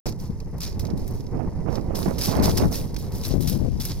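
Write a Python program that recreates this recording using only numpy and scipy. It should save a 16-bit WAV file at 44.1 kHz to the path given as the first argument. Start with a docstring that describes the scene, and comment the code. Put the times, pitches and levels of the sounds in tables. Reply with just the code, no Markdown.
"""Inline skates coast along an asphalt path strewn with dry leaves, heard from waist height.
From the start the wheels rumble and hiss on grit, leaves break in bursts of tiny cracks, and stalks snap.
A head wind buffets the two microphone openings in separate gusts, at first mostly on the right.
After two seconds the crunching is loudest, and big swirls of air thump more often on the microphone.
Near the end the wind blows hard on the left and the hiss of the grit grows."""
import sys
import numpy as np
from scipy.fft import rfft, irfft
from scipy.io import wavfile
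from scipy.ndimage import uniform_filter1d

SR = 44100
rng = np.random.default_rng(int(sys.argv[2]) if len(sys.argv) > 2 else 0)


def store_wav(level_fs):
    """Save 16-bit WAV to argv[1]."""
    pcm = np.round(np.clip(np.atleast_2d(level_fs), -1, 1) * 32767)
    wavfile.write(sys.argv[1], SR, pcm.T.astype(np.int16))


N = 176400
T = np.arange(N) / SR
HZ = np.maximum(np.fft.rfftfreq(N, 1 / SR), 1)
SIDES = np.array([[1], [-1]])   # plus for left, minus for right

# The tone of a breaking leaf or stalk. Each row: frequency in Hz, relative level in dB.
LEAF_TONE = [(200, -24), (700, -1.5), (1500, -4.5), (2400, -2.5), (3000, -4), (3900, 3), (5200, 7.5),
             (6300, 2.5), (7600, -5.5), (9500, -4), (12300, -1), (14500, -4), (16000, -9)]


def wheels():
    """The wheels rumble over the rough asphalt and tick through fine grit."""
    # The tones of the rumble and the grit. Each row: frequency in Hz, relative level in dB.
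    rumble_tone = [(25, -2.5), (170, -0.5), (280, -12.5), (450, -14), (650, -25), (930, -22.5),
                   (1450, -40.5), (2050, -38.5), (2900, -59.5), (5000, -85)]
    grit_tone = [(1000, -16), (2100, -3), (2900, -5.5), (3400, -7), (4300, -1.5), (5200, 3), (6400, -2),
                 (8000, -10), (12000, -6), (16000, -19.5)]
    # How loud the grit is. Each row: time in seconds, level in dB.
    grit_levels = [(.5, -63), (3, -60.5), (3.7, -56), (4, -53)]
    rumble = colour(stereo(rng.standard_normal((2, N)), alike=0.77), rumble_tone)
    rumble_db = -35 + 4 * drift(rate_hz=12)
    grit = from_ground(crackle(per_s=4000, spread_db=3, fade_s=0.006), grit_tone)
    return rumble * from_db(rumble_db) + grit * from_db(over_time(grit_levels))


def leaves():
    """Each leaf under a wheel gives a swell of sharp cracks and fine rustle that dies away."""
    # Crushed leaves. Each row: start in seconds, rise in seconds, peak level in dB,
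    # fade in dB per second, extra treble in dB.
    crunches = [(.057, 0.0086, -34.5, 371, -0.5), (.18, 0.029, -46.5, 175, 1.5), (0.6, 0.016, -35, 211, -2),
                (.62, 0.015, -34, 202, -2.5), (0.791, 0.0022, -41.5, 182, -0.5),
                (0.971, 0.0031, -50.5, 82, 1), (1.06, .015, -47, 150, -1), (1.135, 0.0055, -51.5, 149, 4.5),
                (1.68, 0.066, -49, 142, 0.5), (1.946, 0.011, -33, 85, 2), (2.18, 0.0064, -32, 88, 1),
                (2.204, 0.039, -27, 145, 2.5), (2.421, 0.017, -26, 118, 1.5),
                (2.569, 0.0077, -19.5, 750, -0.5), (2.6, 0.0082, -40, 137, 4.5),
                (2.709, 0.027, -30.5, 149, 3), (2.975, 0.015, -44, 144, 4.5), (3.115, 0.041, -44, 64, 6),
                (3.228, 0.03, -34, 206, 4.5), (3.404, 0.0027, -37.5, 190, 6.5),
                (3.472, 0.0026, -29.5, 199, 5), (3.798, 0.004, -34.5, 171, 4),
                (3.84, 0.03, -37.5, 158, 3.5)]
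    swells = np.array([np.clip((T - start) / rise, 0, 1) * from_db(db - fade * (T - start - rise).clip(0))
                       for start, rise, db, fade, _ in crunches])
    crispness = from_db([row[-1] for row in crunches])
    cracks = from_db(-4) * crackle(per_s=1100, spread_db=4.5, fade_s=0.009)
    rustle = from_db(-2.5) * rng.standard_normal((2, N))
    top = treble(cracks + rustle)
    body = (cracks + rustle - top) * np.sqrt(np.sum(swells ** 2, 0))
    body *= from_db(2.53 * drift(rate_hz=17))   # only the part below the treble flickers
    top *= np.sqrt(crispness ** 2 @ swells ** 2)
    return from_ground(body + top, LEAF_TONE)


def stalks(size=3000, crack_s=0.026, tail_s=0.07):
    """Single stalks and leaf ribs snap with a sharp crack and a faint tail."""
    # Snapping stalks. Each row: start in seconds, level in dB, extra treble in dB.
    snaps = [(0.094, -44, 15), (.123, -35.5, -8), (.402, -37.5, -3.5), (0.582, -42, 8.5), (0.605, -27, 1),
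             (0.633, -24.5, -3.5), (.795, -29.5, 4), (.852, -32.5, -6), (0.868, -36.5, -9),
             (.902, -35, -13), (.976, -40.5, 2), (1.078, -39.5, 11), (1.109, -49, 15), (1.206, -40, -4),
             (1.267, -41.5, -25), (1.755, -28.5, -12), (2.029, -25.5, -14), (2.183, -26, -12),
             (2.327, -28, -9), (2.367, -34, 9), (2.944, -34, 0), (2.964, -24.5, -6.5), (3.121, -38.5, 5),
             (3.852, -25, 8.5)]
    t, out = np.arange(size) / SR, np.zeros((2, N + size))
    fade = from_db(-60 * t / crack_s) + from_db(-15 - 60 * t / tail_s)
    for start, db, treble_db in snaps:
        i = int(start * SR)
        crack = fade * rng.standard_normal((2, size))
        crack += (from_db(treble_db) - 1) * treble(crack)
        out[:, i:i + size] += from_db(db - 3.5) * crack
    return from_ground(out[:, :N], LEAF_TONE)


def crackle(per_s, spread_db, fade_s, size=600):
    """Tiny cracks, many weak and a few strong: each is noise plus a ring, falling 60 dB in fade_s."""
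    starts = np.flatnonzero(rng.random(N) < per_s / SR)
    strength = from_db(spread_db * np.minimum(rng.exponential(1, N), 5))[starts, None]
    t = np.arange(size) / SR
    ring_hz = rng.uniform(2460, 14650, (size, 1))
    rings = np.sin(2 * np.pi * (ring_hz * t + rng.random((2, size, 1))))
    bursts = (rng.standard_normal((2, size, size)) + from_db(-0.5) * rings) * from_db(-60 * t / fade_s)
    cracks = bursts[:, starts % size] * strength
    places = (starts[:, None] + np.arange(size)).ravel()
    mixed = np.array([np.bincount(places, side.ravel(), N + size)[:N] for side in cracks])
    power = uniform_filter1d(np.mean(mixed ** 2, 0), int(0.042 * SR) + 1)
    return mixed / np.sqrt(power + 1e-6)   # even out the level


def from_ground(two, tone, right_lag_s=0.00005, band_hz=3400, band_octaves=0.31):
    """Crisp sound from the ground reaches left and right, hollow at first and fuller later."""
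    # How alike the two sides sound. Each row: frequency in Hz, likeness from 0 to 1.
    likeness = [(500, 0.8), (2000, 0.14), (3700, 1), (5000, 0.72), (9000, 0.048)]
    # Which side is louder. Each row: frequency in Hz, left minus right in dB.
    balance = [(500, 2.5), (3500, 2), (5500, -5), (7500, 2), (10000, 3), (16000, 2)]
    # The low treble around band_hz. Each row: time in seconds, boost or cut in dB.
    band_levels = [(0, -4.5), (2, -1.5), (3.5, 1)]
    spectrum = stereo(rfft(colour(two, tone)), at_hz(likeness, HZ))
    spectrum *= from_db(SIDES * at_hz(balance, HZ) / 2)
    spectrum[1] *= np.exp(-2j * np.pi * HZ * right_lag_s)
    band = irfft(spectrum * np.exp(-(np.log2(HZ / band_hz) / band_octaves) ** 2), N)
    return irfft(spectrum, N) + band * (from_db(over_time(band_levels)) - 1)


def wind(side, rise_s=0.012, fall_s=0.037, reference_db=-20):
    """Air swirls at one microphone opening: the stronger the flow, the louder and brighter it is."""
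    # The head wind between gusts. Each row: time in seconds, left level in dB, right level in dB.
    breeze = [(0, -53, -45), (.5, -43, -58.5), (.9, -39, -29.5), (1.25, -49, -38.5), (1.9, -55, -29.5),
              (2.25, -42, -29), (2.7, -37, -26.5), (2.9, -47, -38), (3.19, -40, -42), (3.35, -12.5, -54),
              (3.75, -34, -56), (4, -42, -42.5)]
    # Gusts. Each row: start in seconds, length in seconds, strength in dB, side (0 left, 1 right).
    gusts = [(2.355, 0.12, -14, 0), (2.426, 0.19, -17, 0), (2.619, 0.089, -13, 0), (3.294, 0.097, -15, 0),
             (3.442, 0.4, -24, 0), (3.508, 0.098, -16.5, 0), (3.587, 0.13, -14.5, 0),
             (0.047, 0.071, -24, 1), (0.827, 0.11, -26.5, 1), (1.334, 0.15, -24.5, 1),
             (1.65, 0.089, -21, 1), (1.709, 0.11, -22, 1), (1.901, 0.159, -23.5, 1), (2.051, 0.097, -19, 1),
             (2.268, 0.27, -19.5, 1), (2.319, 0.215, -21, 1), (2.558, 0.13, -20, 1), (2.602, 0.068, -17, 1),
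             (2.713, 0.038, -21, 1)]
    # The wind's tone at reference_db, left then right. Each row: frequency in Hz, relative level in dB.
    tones = ([(20, 2), (70, 5.5), (200, 0.5), (450, -19.5), (750, -33), (1200, -58), (3000, -68)],
             [(20, -2.5), (100, -1.5), (450, -8.5), (950, -18), (1550, -32.5), (2050, -35), (2700, -42),
             (6000, -93)])
    # How wind brightens, left then right. Each row: frequency in Hz, dB of noise per dB of wind.
    growth = ([(40, 0.3), (200, 0.82), (500, 1.87), (1300, 2.5)], [(65, 0.13), (200, 0.53), (500, 0.84),
              (1300, 1.91)])
    flow = from_db(over_time(breeze)[side]) ** 2
    for start, length, db, gust_side in gusts:
        if round(gust_side) == side:
            swell = np.clip(np.minimum((T - start) / rise_s, (start + length - T) / fall_s), 0, 1)
            flow += (from_db(db) * swell) ** 2
    flow_db = 10 * np.log10(flow) - reference_db + 2 * drift(rate_hz=180)
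    sputter_db = 1.5 * np.minimum(drift(rate_hz=260), 2)   # single swirls make the top sputter
    swirls = rfft(colour(rng.standard_normal(N), tones[side]))
    out = np.zeros(N)
    for hz in 16 * 2. ** np.arange(10):   # one octave at a time
        band = irfft(swirls * np.maximum(1 - abs(np.log2(HZ / hz)), 0), N)
        band_db = -21.5 + flow_db * at_hz(growth[side], hz) + sputter_db * hz / (hz + 600)
        out += band * from_db(band_db)
    return out


def thumps(fade_cycles=0.66):
    """A big swirl of air hits one opening: the pressure swings a few times and is gone."""
    # Big swirls. Each row: peak time in seconds, level in dB, pitch in Hz, side (0 left, 1 right).
    hits = [(.301, -12.5, 169, 0), (0.937, -10, 187, 0), (1.398, -16, 690, 1), (2.082, -7.5, 182, 0),
            (2.291, -8, 180, 1), (2.402, -5, 228, 0), (2.628, -6.5, 243, 0), (2.656, -10, 166, 0)]
    out = np.zeros((2, N))
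    for (peak_s, db, hz, side), phase in zip(hits, rng.random(len(hits))):
        cycles = (T - peak_s) * hz
        swell = from_db(db) * np.exp(-abs(cycles) / fade_cycles)
        out[round(side)] += swell * np.sin(2 * np.pi * (cycles + phase))
    return out


def from_db(db):
    """Turn decibels into a number to multiply by."""
    return 10 ** (np.asarray(db) / 20)


def unit_power(x):
    """Scale to an average power of 1."""
    return x / np.sqrt(np.mean(x ** 2) + 1e-20)


def over_time(rows):
    """Read a table of times and values at every sample."""
    times, *columns = np.transpose(rows)
    return np.array([np.interp(T, times, column) for column in columns])


def at_hz(rows, hz):
    """Read a table of frequencies and values, with octaves evenly spaced."""
    frequencies, values = np.transpose(rows)
    return np.interp(np.log(hz), np.log(frequencies), values)


def drift(rate_hz):
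    """A random wobble with a typical size of 1."""
    return unit_power(irfft(rfft(rng.standard_normal(N)) / (1 + (HZ / rate_hz) ** 2), N))


def colour(x, tone):
    """Give a sound a tone; white noise keeps its power."""
    return irfft(rfft(x) * unit_power(from_db(at_hz(tone, HZ))), N)


def stereo(two, alike):
    """Mix two unrelated signals into left and right; alike=1 makes both the same."""
    alike = np.clip(alike, -1, 1)
    return np.sqrt((1 + alike) / 2) * two[0] + np.sqrt((1 - alike) / 2) * two[1] * SIDES


def treble(x, above_hz=7800):
    """The crisp top part of a sound."""
    size = x.shape[-1]
    steep = (np.fft.rfftfreq(size, 1 / SR) / above_hz) ** 10
    return irfft(rfft(x) * steep / (1 + steep), size)


def scene():
    """Wheels, leaves and stalks below, wind on both sides."""
    return wheels() + leaves() + stalks() + thumps() + np.array([wind(0), wind(1)])


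def record(dry, start_s=0.057, cutoff_hz=16000):
    """The sound starts suddenly, and the highest treble is cut off."""
    return irfft(rfft(dry * (T >= start_s)) / np.sqrt(1 + (HZ / cutoff_hz) ** 200), N)


dry = scene()
out = record(dry)
store_wav(out)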